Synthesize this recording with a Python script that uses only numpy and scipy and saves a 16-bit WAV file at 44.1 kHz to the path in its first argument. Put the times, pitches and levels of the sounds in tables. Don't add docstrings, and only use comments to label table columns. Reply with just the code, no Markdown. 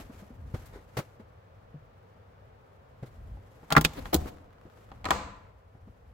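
import sys
import numpy as np
from scipy import signal
from scipy.fft import rfft, irfft, next_fast_len
from scipy.io import wavfile
from scipy.ndimage import uniform_filter1d

SR = 44100
rng = np.random.default_rng(int(sys.argv[2]) if len(sys.argv) > 2 else 0)


def pcm_store(signal):
    levels = np.round(np.clip(np.atleast_2d(signal), -1, 1) * 32767)
    wavfile.write(sys.argv[1], SR, levels.astype(np.int16).T)


N = 270583
T = np.arange(SR // 2) / SR

# (frequency [Hz], level per Hz [dB])
CLANK_COLOUR = [(60, -32.5), (200, -14), (450, -10.5), (750, -4.5), (1250, 2.5), (2000, -11), (2800, -16),
                (4500, -25.5), (9000, -39.5)]


def amp(db):
    return 10 ** (np.asarray(db) / 20)


def read(points, hz):
    f, value = np.transpose(points)
    return np.interp(np.log(hz + 1), np.log(f), value)


def unit(x):
    energy = np.sum(x ** 2)
    return x / np.sqrt(energy / (2 * .01 * SR) + 1e-20)


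def add(mix, s, sound):
    part = mix[:, max(round(s * SR), 0):][:, :sound.shape[1]]
    part += sound[:, :part.shape[1]]


def colour(x, spectrum, tilt_db=0, alike=None):
    # (frequency [Hz], left-right correlation [-1 to 1])
    usual_alike = [(100, 0.97), (250, 0.89), (600, 0.86), (1200, 0.24), (2500, 0.17), (8000, 0.11)]
    size = next_fast_len(x.shape[1])
    hz = np.fft.rfftfreq(size, 1 / SR)
    a, b = rfft(x, size)
    angle = np.arccos(np.clip(read(alike or usual_alike, hz), -1, 1)) / 2
    shared, opposed = a * np.cos(angle), b * np.sin(angle)
    stereo = np.array([shared + opposed, shared - opposed])
    level_db = read(spectrum, hz) + tilt_db * np.log2(hz / 1000 + .1)
    return irfft(stereo * amp(level_db), size)[:, :x.shape[1]]


def noise(spectrum, size, tilt_db=0, alike=None):
    x = colour(rng.standard_normal((2, size)), spectrum, tilt_db, alike)
    return x / x.std()


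def ring(modes, tilt_db=0, spread=0):
    hz, db, t60 = np.transpose(modes)[:, :, None]
    t = T[:int(min(t60.max(), .5) * SR)]
    shift = spread * rng.choice([-1, 1], hz.shape)
    sign = (-1) ** np.arange(len(hz))[:, None] if spread else 1
    decay = sign * amp(db + tilt_db * np.log2(hz / hz[0]) - 60 * t / t60)
    waves = [(decay * np.sin(2 * np.pi * hz * t + side * shift)).sum(0) for side in (1, -1)]
    attack = 1 - np.exp(-t * hz.mean() * 4)
    return unit(np.array(waves) * attack)


def latch():
    # (time [s], planks level [dB], iron clank level [dB], bar tick level [dB],
    # tick tilt [dB/octave]); each part is trimmed below
    blows = [ (3.630, -52, -53, -78, -9.5), (3.7040, -46, -31.5, -40, -2), (3.7156, -35, -25.5, -58, 0),
             (3.7229, -27.5, -23, -24, -2), (3.7511, -40, -23.5, -50, -3), (3.765, -17.5, -7, -43, -4),
             (3.7707, -20, -18.5, -29.5, -11), (3.7787, -17, -20, -29.5, -4), (3.811, -28, -32, -29.5, 2),
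             (3.843, -48, -43.5, -35, 0), (3.8483, -25, -27.5, -17, -5.5), (3.934, -62.5, -65.5, -52, 0.5),
             (4.055, -61, -37, -41, -12), (4.1340, -31.5, -39.5, -33, 6), (4.143, -25, -33.5, -18, 3),
             (4.1490, -19, -35, -44, -6), (4.1620, -30, -41.5, -37.5, 2.5), (4.2577, -36.5, -44, -60, 2),
             (4.916, -50.5, -46, -47.5, -12.5), (5.0436, -62.5, -37, -39.5, -9.5),
             (5.054, -47.5, -32.5, -33.5, -8), (5.061, -46, -26.5, -56, -6),
             (5.0870, -40, -31, -46.5, -4.5), (5.1061, -33.5, -19, -24.5, -6),
             (5.1120, -30.5, -20, -44.5, -0.5)]
    # (frequency [Hz], level [dB], 60 dB fade [s])
    shut_planks = [(68.5, -6, 0.1), (163.5, -2, 0.099), (157, -18.5, 0.15), (236, -1, 0.06),
                   (291, -4, 0.07), (435.5, -12, 0.11), (488, -9, 0.024)]
    free_planks = [(78.7, -4, 0.37), (154, -16.5, 0.3), (198, 3, 0.08), (279.3, 7.5, 0.056),
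                   (315, 8.5, 0.034), (414, -15, .05), (553, -15.5, 0.061)]
    # (frequency [Hz], level [dB], 60 dB fade [s])
    pressed_iron = [(635, -7, .07), (715, -9, .06), (815, -0.5, .08), (888, -7, .06), (1045, -3, .07),
                    (1185, 3, .035), (1260, -2, .03), (1384, 1.5, .06), (1580, -6, .035), (1690, 0, .04),
                    (1868, -3, .04), (2035, -3, .04), (2200, -7, .03), (2400, -9, .03)]
    loose_iron = [(595, -12, .06), (790, 0, .07), (940, -4, .05), (988, 0, .06), (1085, -2, .05),
                  (1245, 0, .06), (1410, -3, .04), (1560, -9, .03), (1860, -6, .04), (2300, -11, .03)]
    # (frequency [Hz], level [dB], 60 dB fade [s])
    bar_tones = [(3348, -1, 0.049), (3818, -2, 0.025), (3850, -2, 0.03), (4460, -9, 0.037),
                 (5580, -14.5, 0.025), (6780, -5, 0.058), (6120, -11, 0.017), (7460, -9, 0.052),
                 (7940, -7, .05), (11500, -11, 0.035), (12900, -11, 0.036), (14740, -10.5, 0.039)]
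    # (frequency [Hz], level per Hz [dB])
    knock_colour = [(80, -7), (250, -7), (520, -2.5), (750, -13), (1200, -17), (3000, -44), (9000, -60.5)]
    # (frequency [Hz], level per Hz [dB])
    near_tick = [(200, -38), (1200, -13), (2300, -5.5), (3600, 1), (4600, -1), (5600, -6), (7200, -6),
                 (9800, -11), (12000, -8), (15500, -6)]
    far_tick = [(200, -38), (1200, -13.5), (2300, -4.5), (3200, -5.5), (4200, -0.5), (5400, -7), (7500, -4),
                (9800, -13.5), (15500, -7)]
    # (time [s], open share of the doorway [0 to 1])
    door_gap = [(4.14, 0.059), (4.26, 0.88), (5.0, 1)]
    free_from_s, swung_from_s = 4.1, 4.4
    leak_db, open_db = -33.5, -9.5

    direct, inside = np.zeros((2, 2, N))
    for s, wood_db, iron_db, tick_db, tick_tilt in blows:
        if s < free_from_s:
            planks, iron, dull_db = shut_planks, pressed_iron, 0
        else:
            planks, iron, dull_db = free_planks, loose_iron, -1.5
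        iron_tilt = dull_db + .22 * (iron_db + 18)
        tick_colour = near_tick if s < swung_from_s else far_tick
        knock, clank, tick = amp(wood_db - 8), amp(iron_db - 6.5), amp(tick_db - 1)

        boom = amp(wood_db) * ring(planks)
        plate = amp(iron_db - 4.0) * ring(iron, iron_tilt, spread=0.61)
        bar = amp(tick_db - 18) * ring(bar_tones, tick_tilt, spread=0.34)
        knock_crack = crack(knock_colour, 0, t60=0.03, rise=0.00054, tail_db=-29.5, tail_t60=.08)
        clank_crack = crack(CLANK_COLOUR, iron_tilt, t60=.024, rise=0.0012, tail_db=-31.5, tail_t60=0.2)
        tick_crack = crack(tick_colour, tick_tilt, t60=.009, rise=.0018, tail_db=-20, tail_t60=.045)
        cracks = knock * knock_crack + clank * clank_crack + tick * tick_crack
        for part in (boom, plate, bar, cracks):
            add(direct, s, part)

        radiated = knock * pulse(knock_colour, 0)
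        radiated += clank * pulse(CLANK_COLOUR, iron_tilt)
        radiated += tick * pulse(tick_colour, tick_tilt)
        send = amp(leak_db) + amp(open_db) * np.interp(s, *np.transpose(door_gap))
        ring_send = amp(-9.5)
        for part in (boom, ring_send * plate, radiated):
            add(inside, s, send * part)
    return direct, inside


def crack(spectrum, tilt_db, t60, rise, tail_db, tail_t60):
    t = T[:8192]
    burst = amp(-60 * t / t60)
    clatter = amp(tail_db - 60 * t / tail_t60)
    attack = 1 - np.exp(-t / rise)
    return unit(doorway(noise(spectrum, len(t), tilt_db) * (burst + clatter) * attack))


def doorway(x):
    # (left delay [s], right delay [s], level [dB])
    echoes = [(.0012, .0016, -15), (.0044, .0041, -15), (.0061, .0068, -12), (.0116, 0.012, -21.5)]
    out = x.copy()
    for left, right, db in echoes:
        add(out, left, amp(db) * x * [[1], [0]])
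        add(out, right, amp(db) * x * [[0], [1]])
    return out


def pulse(spectrum, tilt_db):
    x = np.zeros((2, 512))
    x[0, 128] = 1
    return unit(colour(x, spectrum, tilt_db))


def scrape():
    # (start [s], length [s], level [dB], slip rate [per s],
    # tilt [dB/octave], judder strength [times the hiss's rms])
    rubs = [(3.964, 0.042, -37.5, 268, 3.5, 0.39), (4.126, 0.019, -27.5, 720, 4.5, 1.6),
            (4.164, 0.073, -37.5, 200, -19.5, 0.25), (4.258, 0.05, -47, 900, 4, .4)]
    # (frequency [Hz], level per Hz [dB])
    rub_colour = [(100, 5), (280, 20), (600, 13), (1200, 0.5), (2400, -10.5), (4200, -15), (8000, -35),
                  (10000, -31.5), (15000, -29)]
    out = np.zeros((2, N))
    for s, length, db, rate, tilt, share in rubs:
        size = int(length * SR)
        wander = uniform_filter1d(rng.standard_normal(len(T)), 60)
        turns = np.cumsum(rate * (1 + 0.41 * wander))[:size] / SR
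        slips = np.exp(-(turns % 1) / 0.085)
        hiss = colour(slips * rng.standard_normal((2, len(T)))[:, :size], rub_colour, tilt)
        judder = np.sin(2 * np.pi * turns)
        fade = signal.windows.tukey(size, .7)
        add(out, s, amp(db) * (hiss / hiss.std() + share * judder) * fade)
    return out


def from_right(x):
    return np.array([np.roll(x[0], 21), x[1]])


def hinges():
    swing_start_s, swing_end_s, ticks_per_s = 4, 5.03, 35
    t = np.arange(N) / SR
    swinging = (t > swing_start_s) * (t < swing_end_s)
    slips = (rng.random(N) < ticks_per_s / SR) * swinging
    return amp(-29.5) * colour(slips * rng.standard_normal((2, N)), CLANK_COLOUR, tilt_db=4)


def room(x):
    # (frequency [Hz], 60 dB fade [s])
    fade_times = [(100, 1), (300, 0.47), (1000, 0.74), (2500, .7), (5000, 0.51), (8000, .5), (10000, 0.17),
                  (14000, 0.34)]
    # (frequency [Hz], level [dB])
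    echo_colour = [(80, -2), (300, 8.5), (520, -2), (800, 3), (1200, -4), (3000, -5.5), (8000, 2.5),
                   (10000, 0.5), (15000, -3)]
    flat = noise([(20, 0), (20000, 0)], SR)
    hz, t, z = signal.stft(flat, SR, nperseg=256)
    fade_db = -60 * t / read(fade_times, hz)[:, None]
    tail = signal.istft(z * amp(fade_db + read(echo_colour, hz)[:, None]), SR, nperseg=256)[1]
    tail *= np.clip((np.arange(tail.shape[1]) / SR - .006) / 0.011, 0, 1)
    return signal.fftconvolve(x, tail / np.linalg.norm(tail[0]), axes=1)[:, :N]


def steps():
    # (time [s], thump level [dB], thump frequency [Hz],
    # thump 60 dB fade [s], grit level [dB])
    footfalls = [(0.096, -42, 225, .05, -48.5), (0.221, -45, 200, 0.11, -53),
                 (0.304, -45.5, 237, 0.063, -53.5), (.5400, -27, 103, 0.032, -38.5),
                 (.759, -46, 420, 0.041, -61), (.968, -34, 114, 0.068, -29), (.985, -29, 137, 0.051, -31.5),
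                 (1.196, -62, 250, 0.038, -47.5), (1.742, -38.5, 149, 0.17, -56),
                 (3.026, -35.5, 126, 0.077, -43), (3.371, -55.5, 810, 0.03, -55.5),
                 (4.653, -48.5, 225, 0.025, -50.5), (5.746, -51.5, 100, 0.086, -54.5),
                 (5.873, -48.5, 199, .06, -54.5)]
    # (time [s], time to the peak [s], level [dB], tilt [dB/octave])
    scuffs = [(0.656, 0.0074, -54, 6.5), (.723, 0.024, -49.5, 0.5), (3.057, 0.01, -58.5, 4)]
    # (frequency [Hz], level per Hz [dB])
    grit_colour = [(60, -19), (130, 8), (250, 9), (520, 7.5), (1000, -5.5), (1400, -4.5), (2500, -16.5),
                   (5000, -24.5), (10000, -33.5), (15000, -35)]
    drag_colour = [(100, -5), (400, 10), (800, 2), (1650, -5), (2100, -4), (2700, -22), (3700, -13),
                   (5000, -20.5), (15000, -31.5)]
    out = np.zeros((2, N))
    for s, thump_db, hz, t60, grit_db in footfalls:
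        add(out, s, amp(thump_db) * ring([(hz, 0, t60)]))
        grit_tilt = 0.22 * (grit_db + 44.5)
        add(out, s, amp(grit_db) * crunch(grit_colour, 0.0072, grit_tilt))
    for s, peak_s, db, tilt in scuffs:
        add(out, s, amp(db) * crunch(drag_colour, peak_s, tilt))
    return out


def crunch(spectrum, peak_s, tilt_db):
    sizes = amp(1.56 * np.minimum(rng.exponential(1, len(T)), 5))
    grains = colour(rng.standard_normal((2, len(T))) * sizes, spectrum, tilt_db)
    swell_and_fade = T / peak_s * np.exp(1 - T / peak_s)
    return grains / grains.std() * swell_and_fade


def sleeve():
    # (peak time [s], rise [s], fall [s], level [dB]), before the flutter below
    movements = [(0, .05, 0.027, -41.5), (.19, 0.13, 0.085, -54), (.56, 0.047, .13, -52),
                 (1.03, 0.079, .05, -54), (3.07, 0.035, 0.15, -68.5), (4.0, 0.25, .1, -50.5),
                 (4.27, 0.14, 0.047, -48), (4.8, .1, 0.15, -62), (6.0, 0.23, 0.34, -80)]
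    # (frequency [Hz], level per Hz [dB])
    cloth_colour = [(200, 6.5), (700, 1), (2000, -5), (4000, -13), (7500, -15), (9800, -21), (11700, -14),
                    (15500, -23.5)]
    still = amp(-74.5)
    motion = still + sum(amp(db) * swell(rise, fall, s) for s, rise, fall, db in movements)
    flutter = uniform_filter1d(rng.standard_normal(N), 900)
    return noise(cloth_colour, N) * motion * amp(2.4 * flutter / flutter.std() - 2.5)


def swell(rise, fall, peak):
    t = np.arange(N) / SR - peak
    return np.exp(np.minimum(t / rise, -t / fall))


def wind():
    # (peak time [s], half width [s], level [dB]),
    # before the lumps below
    puffs = [(.02, 0.11, -48), (.52, 0.25, -42.5), (3.27, .13, -40.5), (3.852, .06, -39.5),
             (4.02, 0.089, -44), (4.2, 0.053, -33.5), (5.131, 0.15, -41), (5.98, 0.28, -57.5)]
    # (frequency [Hz], level per Hz [dB])
    wind_colour = [(15, -25.5), (28, -11), (45, 1.5), (70, 1), (100, -1.5), (150, -15.5), (260, -18),
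                   (600, -60.5)]
    t = np.arange(N) / SR
    breeze = amp(-58)
    force = breeze + sum(amp(db) * np.exp(-((t - s) / width) ** 2) for s, width, db in puffs)
    lumps = uniform_filter1d(uniform_filter1d(rng.standard_normal(N), 2500), 800)
    return noise(wind_colour, N) * force * amp(1.9 * lumps / lumps.std() - 4.0)


def outdoors():
    # (frequency [Hz], level per Hz [dB])
    air_colour = [(30, -22.5), (60, -10.5), (100, 7), (150, -5), (200, -8), (330, -15), (480, -4),
                  (620, -7.5), (950, -12), (1250, -13.5), (2000, -22.5), (5000, -37), (10000, -50),
                  (15000, -44.5)]
    # (frequency [Hz], left-right correlation [-1 to 1])
    open_air_alike = [(100, 1), (300, 0.79), (600, .2), (1000, 0.33), (3000, 0.025)]
    t = np.arange(N) / SR
    db = -56 + np.where(t > 5.51, -3.5, 0)
    return from_right(noise(air_colour, N, alike=open_air_alike)) * amp(db)


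def scene():
    # (frequency [Hz], left minus right [dB])
    balance = [(100, 0.1), (300, 3), (1100, 2.5), (1500, 3.5), (2000, -6.5), (3500, 0.5), (8000, -4.5),
               (15000, -1)]
    direct, inside = latch()
    rubbing = from_right(scrape())
    door = direct + rubbing + hinges() + room(inside + amp(-14.5) * rubbing)
    size = next_fast_len(N)
    lean_db = read(balance, np.fft.rfftfreq(size, 1 / SR)) / 2
    door = irfft(rfft(door, size) * amp([lean_db, -lean_db]), size)[:, :N]
    around = steps() + outdoors() + wind() + sleeve()
    return door + around * amp([[.6], [-.6]])


def record(dry):
    bass_cut = signal.butter(2, 25, "highpass", fs=SR, output="sos")
    lean = signal.sosfilt(bass_cut, dry)
    limited = lean / (1 + lean ** 6) ** (1 / 6)
    treble_cut = signal.firwin(301, 16100, window=("kaiser", 9), fs=SR)
    return signal.oaconvolve(limited, treble_cut[None], "same")


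dry = scene()
out = record(dry)
pcm_store(out)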